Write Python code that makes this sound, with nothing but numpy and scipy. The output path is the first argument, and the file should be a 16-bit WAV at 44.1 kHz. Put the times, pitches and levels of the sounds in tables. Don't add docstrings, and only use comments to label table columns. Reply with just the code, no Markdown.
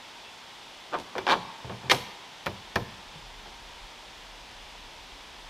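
import sys
import numpy as np
from scipy import signal
from scipy.fft import rfft, irfft
from scipy.io import wavfile

SR = 44100
rng = np.random.default_rng(int(sys.argv[2]) if len(sys.argv) > 2 else 0)


def master_out(mix):
    frames = np.transpose(np.atleast_2d(mix))
    ceiling = np.clip(frames, -1, 1)
    pcm = np.round(ceiling * 32767).astype(np.int16)
    wavfile.write(sys.argv[1], SR, pcm)


N = 242275
RING = np.arange(16384) / SR

# t/s, level/dB, contact cutoff f/Hz, box boom/dB, note of struck spot f/Hz,
# note level/dB, lead of the rim's first touch t/s, note of the settling thud f/Hz
SEATINGS = [(1.9154, -18, 2200, -8, 1267, -5.5, .002, 472), (2.4665, -25.5, 2500, 0, 1403, -7, .0055, 89.3),
            (2.7597, -20, 2530, 3.5, 1746, 1.5, .0024, 110)]
# t/s, level/dB, contact cutoff f/Hz, box boom/dB, note of struck spot f/Hz,
# interval between rocks t/s, level change per rock/dB
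BUMPS = [(.980, -37.5, 480, -8, 270, .021, -5), (1.153, -30, 1000, -10, 497, .0098, -4.5),
         (1.1813, -26, 2370, -9, 383, .031, -17), (1.364, -33.5, 700, 1, 178, .024, -14),
         (1.645, -33.5, 620, 7, 121, .022, -6.5), (1.696, -32, 1200, 1.5, 120, 0.025, -5.5),
         (1.833, -37, 1100, 6, 139, .0235, -0.5), (3.154, -43, 300, 11, 156, .024, -10),
         (3.458, -43.5, 900, -5, 674, .024, -10)]
# f/Hz, relative energy level/dB, T60/s
SHELL_MODES = [(92.5, -12.5, 0.089), (120.3, -5.5, 0.48), (172, -4.5, 0.12), (196.6, 0, 0.26),
               (243.5, -1.5, 0.14), (349.3, -5, 0.3), (395, -1.5, 0.17), (474.3, 1.5, 0.36),
               (579, -5, 0.23), (699, -3.5, 0.093), (730, -7, 0.053), (777, -8, 0.17), (909, -4.5, 0.19),
               (945, -3, 0.21), (1045, -0.5, 0.05), (1091, 1.5, 0.055), (1220, -4, 0.037),
               (1420, -15, 0.024), (1634, 1, 0.053), (1720, 3, 0.029), (1680, -8, 0.037), (2318, 5, 0.12),
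               (2452, 3, 0.034), (2910, -13, 0.034), (3476, 3, 0.086), (4530, -38, .03)]
# f/Hz, T60/s
PANEL_T60 = [(100, 0.57), (300, 0.28), (700, 0.16), (1500, 0.083), (4000, 0.058), (12000, 0.052)]
# f/Hz, level/dB
KNOCK_COLOUR = [(35, -17), (80, -2), (150, 2), (290, -3), (380, 1.5), (560, 0), (750, 3), (1700, 0),
                (2200, -2), (4600, 0), (6000, -2.5), (7500, -13), (14000, -2)]
# f/Hz, level/dB
SLIP_COLOUR = [(50, -22), (120, -15), (300, -4), (500, -2.5), (950, 5.5), (1500, 5), (2000, -3.5),
               (3400, 1), (4400, -0.5), (5900, -4), (7300, -11.5), (14000, -12.5)]
# t/s, level/dB, contact cutoff f/Hz
LATCH_CLICKS = [(.988, -44.5, 9000), (0.9997, -45, 9000), (1.8984, -28, 7000), (1.916, -17, 7140),
                (1.947, -34, 8050)]
# f/Hz, relative energy level/dB, T60/s
LATCH_MODES = [(1820, 6, 0.02), (2108, 7, 0.027), (2510, -7, 0.042), (2520, -19, .025), (3180, 0.5, 0.016),
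               (3610, -4, 0.02), (4370, -3, 0.013), (5030, -3.5, 0.011)]
# f/Hz, T60/s
FITTINGS_T60 = [(300, 0.055), (1500, 0.15), (4000, 0.052), (8000, 0.097), (13000, 0.27)]
# f/Hz, level/dB
LATCH_COLOUR = [(60, -42), (400, 2), (1200, 1), (1600, -1.5), (3300, 7.5), (4400, 4), (6000, 0),
                (7500, -6.5), (12500, -9.5), (16000, -22)]
# f/Hz, T60/s
WOOD_T60 = [(100, 0.9), (400, 1), (900, 1.34), (3000, 0.82), (7000, 0.46), (14000, 0.48)]
# f/Hz, level/dB
WOOD_COLOUR = [(80, -16), (200, 1.5), (550, -8.5), (920, -1.5), (1400, -7), (3000, -1.5), (8000, 6),
               (14000, 7.5)]
# t/s, duration/s, f/Hz, level/dB
BIRD_NOTES = [(0.187, .15, 3400, -60), (0.226, 0.1, 2670, -55.5)]
# f/Hz, level/dB
HISS_COLOUR = [(25, -19), (100, -4.5), (250, -2), (550, -1), (760, 2.5), (930, 6), (1150, -1), (1700, -2),
               (2700, -0.5), (3450, 1.5), (4100, -4), (5100, -5.5), (7000, -13.5), (15000, -30)]
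# t/s, level/dB
RUMBLE_LEVEL = [(2.6, -67), (2.83, -56), (3.85, -53.5), (3.9, -59.5), (4.93, -53.5), (5.46, -58),
                (5.49, -56)]
# f/Hz, level/dB
RUMBLE_COLOUR = [(10, -26), (24, -9), (36, 2), (55, -10), (90, -17), (180, -25.5), (400, -81)]
# f/Hz, level/dB
SIDE_COLOUR = [(30, -1), (100, 0), (250, 7.5), (600, 8), (1200, 3), (4000, -5), (14000, -19.5)]

TOUCH_DB, TOUCH_HZ = -7, 5800
REBOUND_S, REBOUND_DB, REBOUND_RATIO, REBOUND_NOTE_DB = 0.00312, -7, .4, 1.5
SETTLE_S, SETTLE_DB, SETTLE_HARD_HZ, SETTLE_NOTE_DB, SETTLE_BOOM_DB = 0.00977, -8.5, 600, -7, 6
BUMP_NOTE_DB, ROCK_SOFTENING, REST_DB = -7.5, 0.97, -46
CREAK_S, FIRST_GAP_S, LAST_GAP_S, GAP_KEPT = 1.2669, .0112, .00505, .72
CREAK_ENDS_DB, CREAK_TOP_DB, CREAK_ENDS_HZ, CREAK_TOP_HZ, CREAK_SKEW = -23.5, -21.3, 2630, 3860, 1.5
CREAK_FROM_HZ, CREAK_TO_HZ, CREAK_FROM_DB, CREAK_TO_DB = 790, 1080, -11, -0.5
SQUEAL_RATIO, SQUEAL_ENDS_DB, SQUEAL_TOP_DB = 4.33, -36, -5
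RUB_TOP_S, RUB_GAP_S, RUB_RISE_S, RUB_FALL_S = 0.94, .0066, 0.02, 0.027
RUB_DB, RUB_RANGE_DB, RUB_ROUNDNESS = -25.5, 16.5, 1.15
RUB_HARD_HZ, RUB_NOTE_HZ, RUB_NOTE_DB, RUB_DB_PER_OCTAVE = 1640, 745, -9, 15.5
DRAG_S, DRAG_LENGTH_S, DRAG_ATTACK_S, DRAG_RELEASE_S = 1.897, .0172, 0.0013, .001
DRAG_DB, DRAG_TIGHTENING_DB = -20.5, 5
HISS_DB, RUMBLE_CALM_DB, RUMBLE_GAIN_DB = -47, -73, 0.5
EDGE_HZ = 15600


def seatings():
    out, ring = np.zeros(N), ringing(SHELL_MODES)
    for s, db, hard_hz, boom_db, note_hz, note_db, lead_s, thud_hz in SEATINGS:
        touch = knock(ring, db + TOUCH_DB, TOUCH_HZ, boom_db, note_hz, -np.inf)
        strike = knock(ring, db, hard_hz, boom_db, note_hz, note_db)
        rebound = knock(ring, db + REBOUND_DB, hard_hz * REBOUND_RATIO, boom_db,
                        note_hz * REBOUND_RATIO, REBOUND_NOTE_DB)
        settle = knock(ring, db + SETTLE_DB, SETTLE_HARD_HZ, boom_db + SETTLE_BOOM_DB,
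                       thud_hz, SETTLE_NOTE_DB)
        add(out, s - lead_s, touch)
        add(out, s, strike)
        add(out, s + REBOUND_S, rebound)
        add(out, s + SETTLE_S, settle)
    return out


def bumps(count=3):
    out, ring = np.zeros(N), ringing(SHELL_MODES)
    for s, db, hard_hz, boom_db, note_hz, rock_s, rock_db in BUMPS:
        for k in range(count):
            level_db = db + k * rock_db
            if level_db > REST_DB:
                softened_hz = hard_hz * ROCK_SOFTENING ** k
                add(out, s + k * rock_s, knock(ring, level_db, softened_hz, boom_db, note_hz, BUMP_NOTE_DB))
    return out


def creak(count=11):
    out, ring, s = np.zeros(N), ringing(SHELL_MODES), CREAK_S
    for k, along in enumerate(np.linspace(0, 1, count)):
        force = np.sin(np.pi * along ** CREAK_SKEW)
        level_db = between(CREAK_ENDS_DB, CREAK_TOP_DB, force)
        hard_hz = between(CREAK_ENDS_HZ, CREAK_TOP_HZ, force)
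        note_hz = between(CREAK_FROM_HZ, CREAK_TO_HZ, along)
        note_db = between(CREAK_FROM_DB, CREAK_TO_DB, along)
        squeal_db = between(SQUEAL_ENDS_DB, SQUEAL_TOP_DB, force)
        add(out, s, slip(ring, level_db, hard_hz, note_hz, note_db, squeal_db))
        s += between(LAST_GAP_S, FIRST_GAP_S, GAP_KEPT ** k)
    return out


def rub(count=4):
    out, ring = np.zeros(N), ringing(SHELL_MODES)
    for t in np.arange(-count, count) * RUB_GAP_S:
        distance = max(-t / RUB_RISE_S, t / RUB_FALL_S)
        drop_db = RUB_RANGE_DB * distance ** RUB_ROUNDNESS
        softening = 2 ** (-drop_db / RUB_DB_PER_OCTAVE)
        add(out, RUB_TOP_S + t, slip(ring, RUB_DB - drop_db, RUB_HARD_HZ * softening,
                                     RUB_NOTE_HZ * softening, RUB_NOTE_DB))
    return out


def knock(ring, db, hard_hz, boom_db, note_hz, note_db):
    shell = body(ring, modes_db=-4.5, panel_db=4.5, t60=PANEL_T60)
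    shell = shell + spot(note_hz, note_db, cycles=45)
    shell = shell + crumble(db=2.5, t60=0.01)
    return blow(bend(shell, lag_s=0.000694), KNOCK_COLOUR, db, hard_hz, boom_db)


def slip(ring, db, hard_hz, note_hz, note_db, squeal_db=-np.inf):
    shell = body(ring, modes_db=-6.0, panel_db=3.0, t60=PANEL_T60)
    shell = shell + spot(note_hz, note_db, cycles=12)
    shell = shell + crumble(db=0, t60=.012)
    shell = shell + spot(note_hz * SQUEAL_RATIO, squeal_db, cycles=25)
    return blow(bend(shell, lag_s=0.001014), SLIP_COLOUR, db, hard_hz)


def spot(hz, db, cycles=15):
    return amp(db) * ringing([(hz, 0, cycles / hz)])


def crumble(db, t60):
    burst = rng.standard_normal(len(RING)) * np.exp(-np.log(1000) * RING / t60)
    return amp(db) * burst / np.linalg.norm(burst)


def body(ring, modes_db, panel_db, t60):
    panel = dying(t60, size=len(RING))
    return signal.unit_impulse(len(RING)) + amp(modes_db) * ring + amp(panel_db) * panel


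def ringing(modes):
    out = np.zeros(len(RING))
    for k, (hz, db, t60) in enumerate(modes):
        decay = np.exp(-np.log(1000) * RING / t60)
        strength = (-1) ** k * amp(db) / np.sqrt(t60)
        out += strength * decay * np.sin(2 * np.pi * hz * RING)
    return out / np.linalg.norm(out)


def bend(x, lag_s):
    hz = np.fft.rfftfreq(len(x), 1 / SR)
    phase = -4 * np.pi * lag_s * np.sqrt(1000 * hz)
    return irfft(rfft(x) * np.exp(1j * phase), len(x))


def blow(response, colour, db, hard_hz, boom_db=0, box_hz=230):
    def gain_db(hz):
        treble_loss = 10 * np.log10(1 + (hz / hard_hz) ** 4)
        boom = boom_db / (1 + (hz / box_hz) ** 4)
        return read(colour, hz) - treble_loss + boom

    out = causal(response, gain_db)
    out = out * np.cos(np.pi / 2 * RING / RING[-1]) ** 2
    return amp(db) * np.sqrt(SR / 100) * out / np.linalg.norm(out)


def latch(catches_per_s=5000, grit_db=-8, shell_db=-8):
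    catches = rng.choice([-1., 1.], N) * (rng.random(N) < catches_per_s / SR)
    grit = amp(grit_db) * signal.unit_impulse(len(RING))
    hook = ringing(LATCH_MODES) + amp(shell_db) * ringing(SHELL_MODES) + grit
    hook = causal(hook, lambda hz: read(LATCH_COLOUR, hz))
    out = unit(signal.oaconvolve(catches, hook)[:N]) * drag()
    for s, db, hard_hz in LATCH_CLICKS:
        metal = body(ringing(LATCH_MODES), modes_db=-10, panel_db=3, t60=FITTINGS_T60)
        add(out, s, blow(bend(metal, lag_s=.00008), LATCH_COLOUR, db, hard_hz))
    return out


def drag():
    t = np.arange(N) / SR - DRAG_S
    attack = np.clip(t / DRAG_ATTACK_S, 0, 1)
    release = np.exp(-np.maximum(t - DRAG_LENGTH_S, 0) / DRAG_RELEASE_S)
    tightening_db = DRAG_TIGHTENING_DB * np.clip(t / DRAG_LENGTH_S, 0, 1)
    return attack * release * amp(DRAG_DB + tightening_db)


def wood(x, build_s=0.0025):
    build_up = 1 - np.exp(-np.arange(SR) / SR / build_s)
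    tail = dying(WOOD_T60, size=SR) * build_up
    return signal.fftconvolve(x, causal(tail, lambda hz: read(WOOD_COLOUR, hz)))[:N]


def bird(blur_hz=60):
    out = np.zeros(N)
    for s, length, hz, db in BIRD_NOTES:
        whistle = noise([(hz - 3 * blur_hz, -70), (hz - blur_hz, -5), (hz, 0),
                         (hz + blur_hz, -5), (hz + 3 * blur_hz, -70)])
        window = np.hanning(round(length * SR))
        add(out, s, amp(db) * unit(window * whistle[:len(window)]))
    return out


def air(swell_db=-0.03):
    t = np.arange(N) / SR
    swell = np.zeros(N)
    for f in np.geomspace(.3, 8, 16):
        swell += np.sin(2 * np.pi * (f * t + rng.random())) / np.sqrt(f)
    hiss = noise(HISS_COLOUR) * amp(HISS_DB + swell_db * unit(swell))
    rumble_db = np.interp(t, *np.transpose(RUMBLE_LEVEL), left=RUMBLE_CALM_DB)
    return hiss + noise(RUMBLE_COLOUR) * amp(RUMBLE_GAIN_DB + rumble_db)


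def noise(colour):
    gain = amp(read(colour, np.fft.rfftfreq(N, 1 / SR)))
    return unit(irfft(rfft(rng.standard_normal(N)) * gain, N))


def dying(t60, size):
    hz, t = np.fft.rfftfreq(size, 1 / SR), np.arange(size) / SR
    spectrum = rfft(rng.choice([-1., 1.], size))
    centres, times = np.transpose(t60)
    out = np.zeros(size)
    for share, time in zip(np.eye(len(t60)), times):
        band = read(np.c_[centres, share], hz)
        out += irfft(spectrum * band, size) * np.exp(-np.log(1000) * t / time)
    return out / np.linalg.norm(out)


def causal(x, db_at):
    hz = abs(np.fft.fftfreq(len(x), 1 / SR))
    log_gain = np.log(amp(np.maximum(db_at(hz), -100)))
    response = np.exp(np.conj(signal.hilbert(log_gain)))
    return np.fft.ifft(np.fft.fft(x) * response).real


def read(points, hz):
    f, value = np.transpose(points)
    return np.interp(np.log(hz + 1), np.log(f + 1), value)


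def amp(db):
    return 10 ** (np.asarray(db) / 20)


def unit(x):
    return x / np.sqrt(np.mean(x ** 2) + 1e-20)


def between(a, b, share):
    return a + (b - a) * share


def add(mix, s, sound):
    part = mix[round(s * SR):][:len(sound)]
    part += sound[:len(part)]


def scene():
    tent = seatings() + bumps() + creak() + rub() + latch()
    mid = tent + amp(-14) * wood(tent) + bird() + air()
    side = amp(-62) * noise(SIDE_COLOUR)
    return np.array([mid + side, mid - side])


def record(dry):
    clipped = np.clip(dry, -.92, .92)
    low_pass = signal.firwin(255, EDGE_HZ, window=("kaiser", 9), fs=SR)
    return signal.oaconvolve(clipped, low_pass[None], "same")


dry = scene()
out = record(dry)
master_out(out)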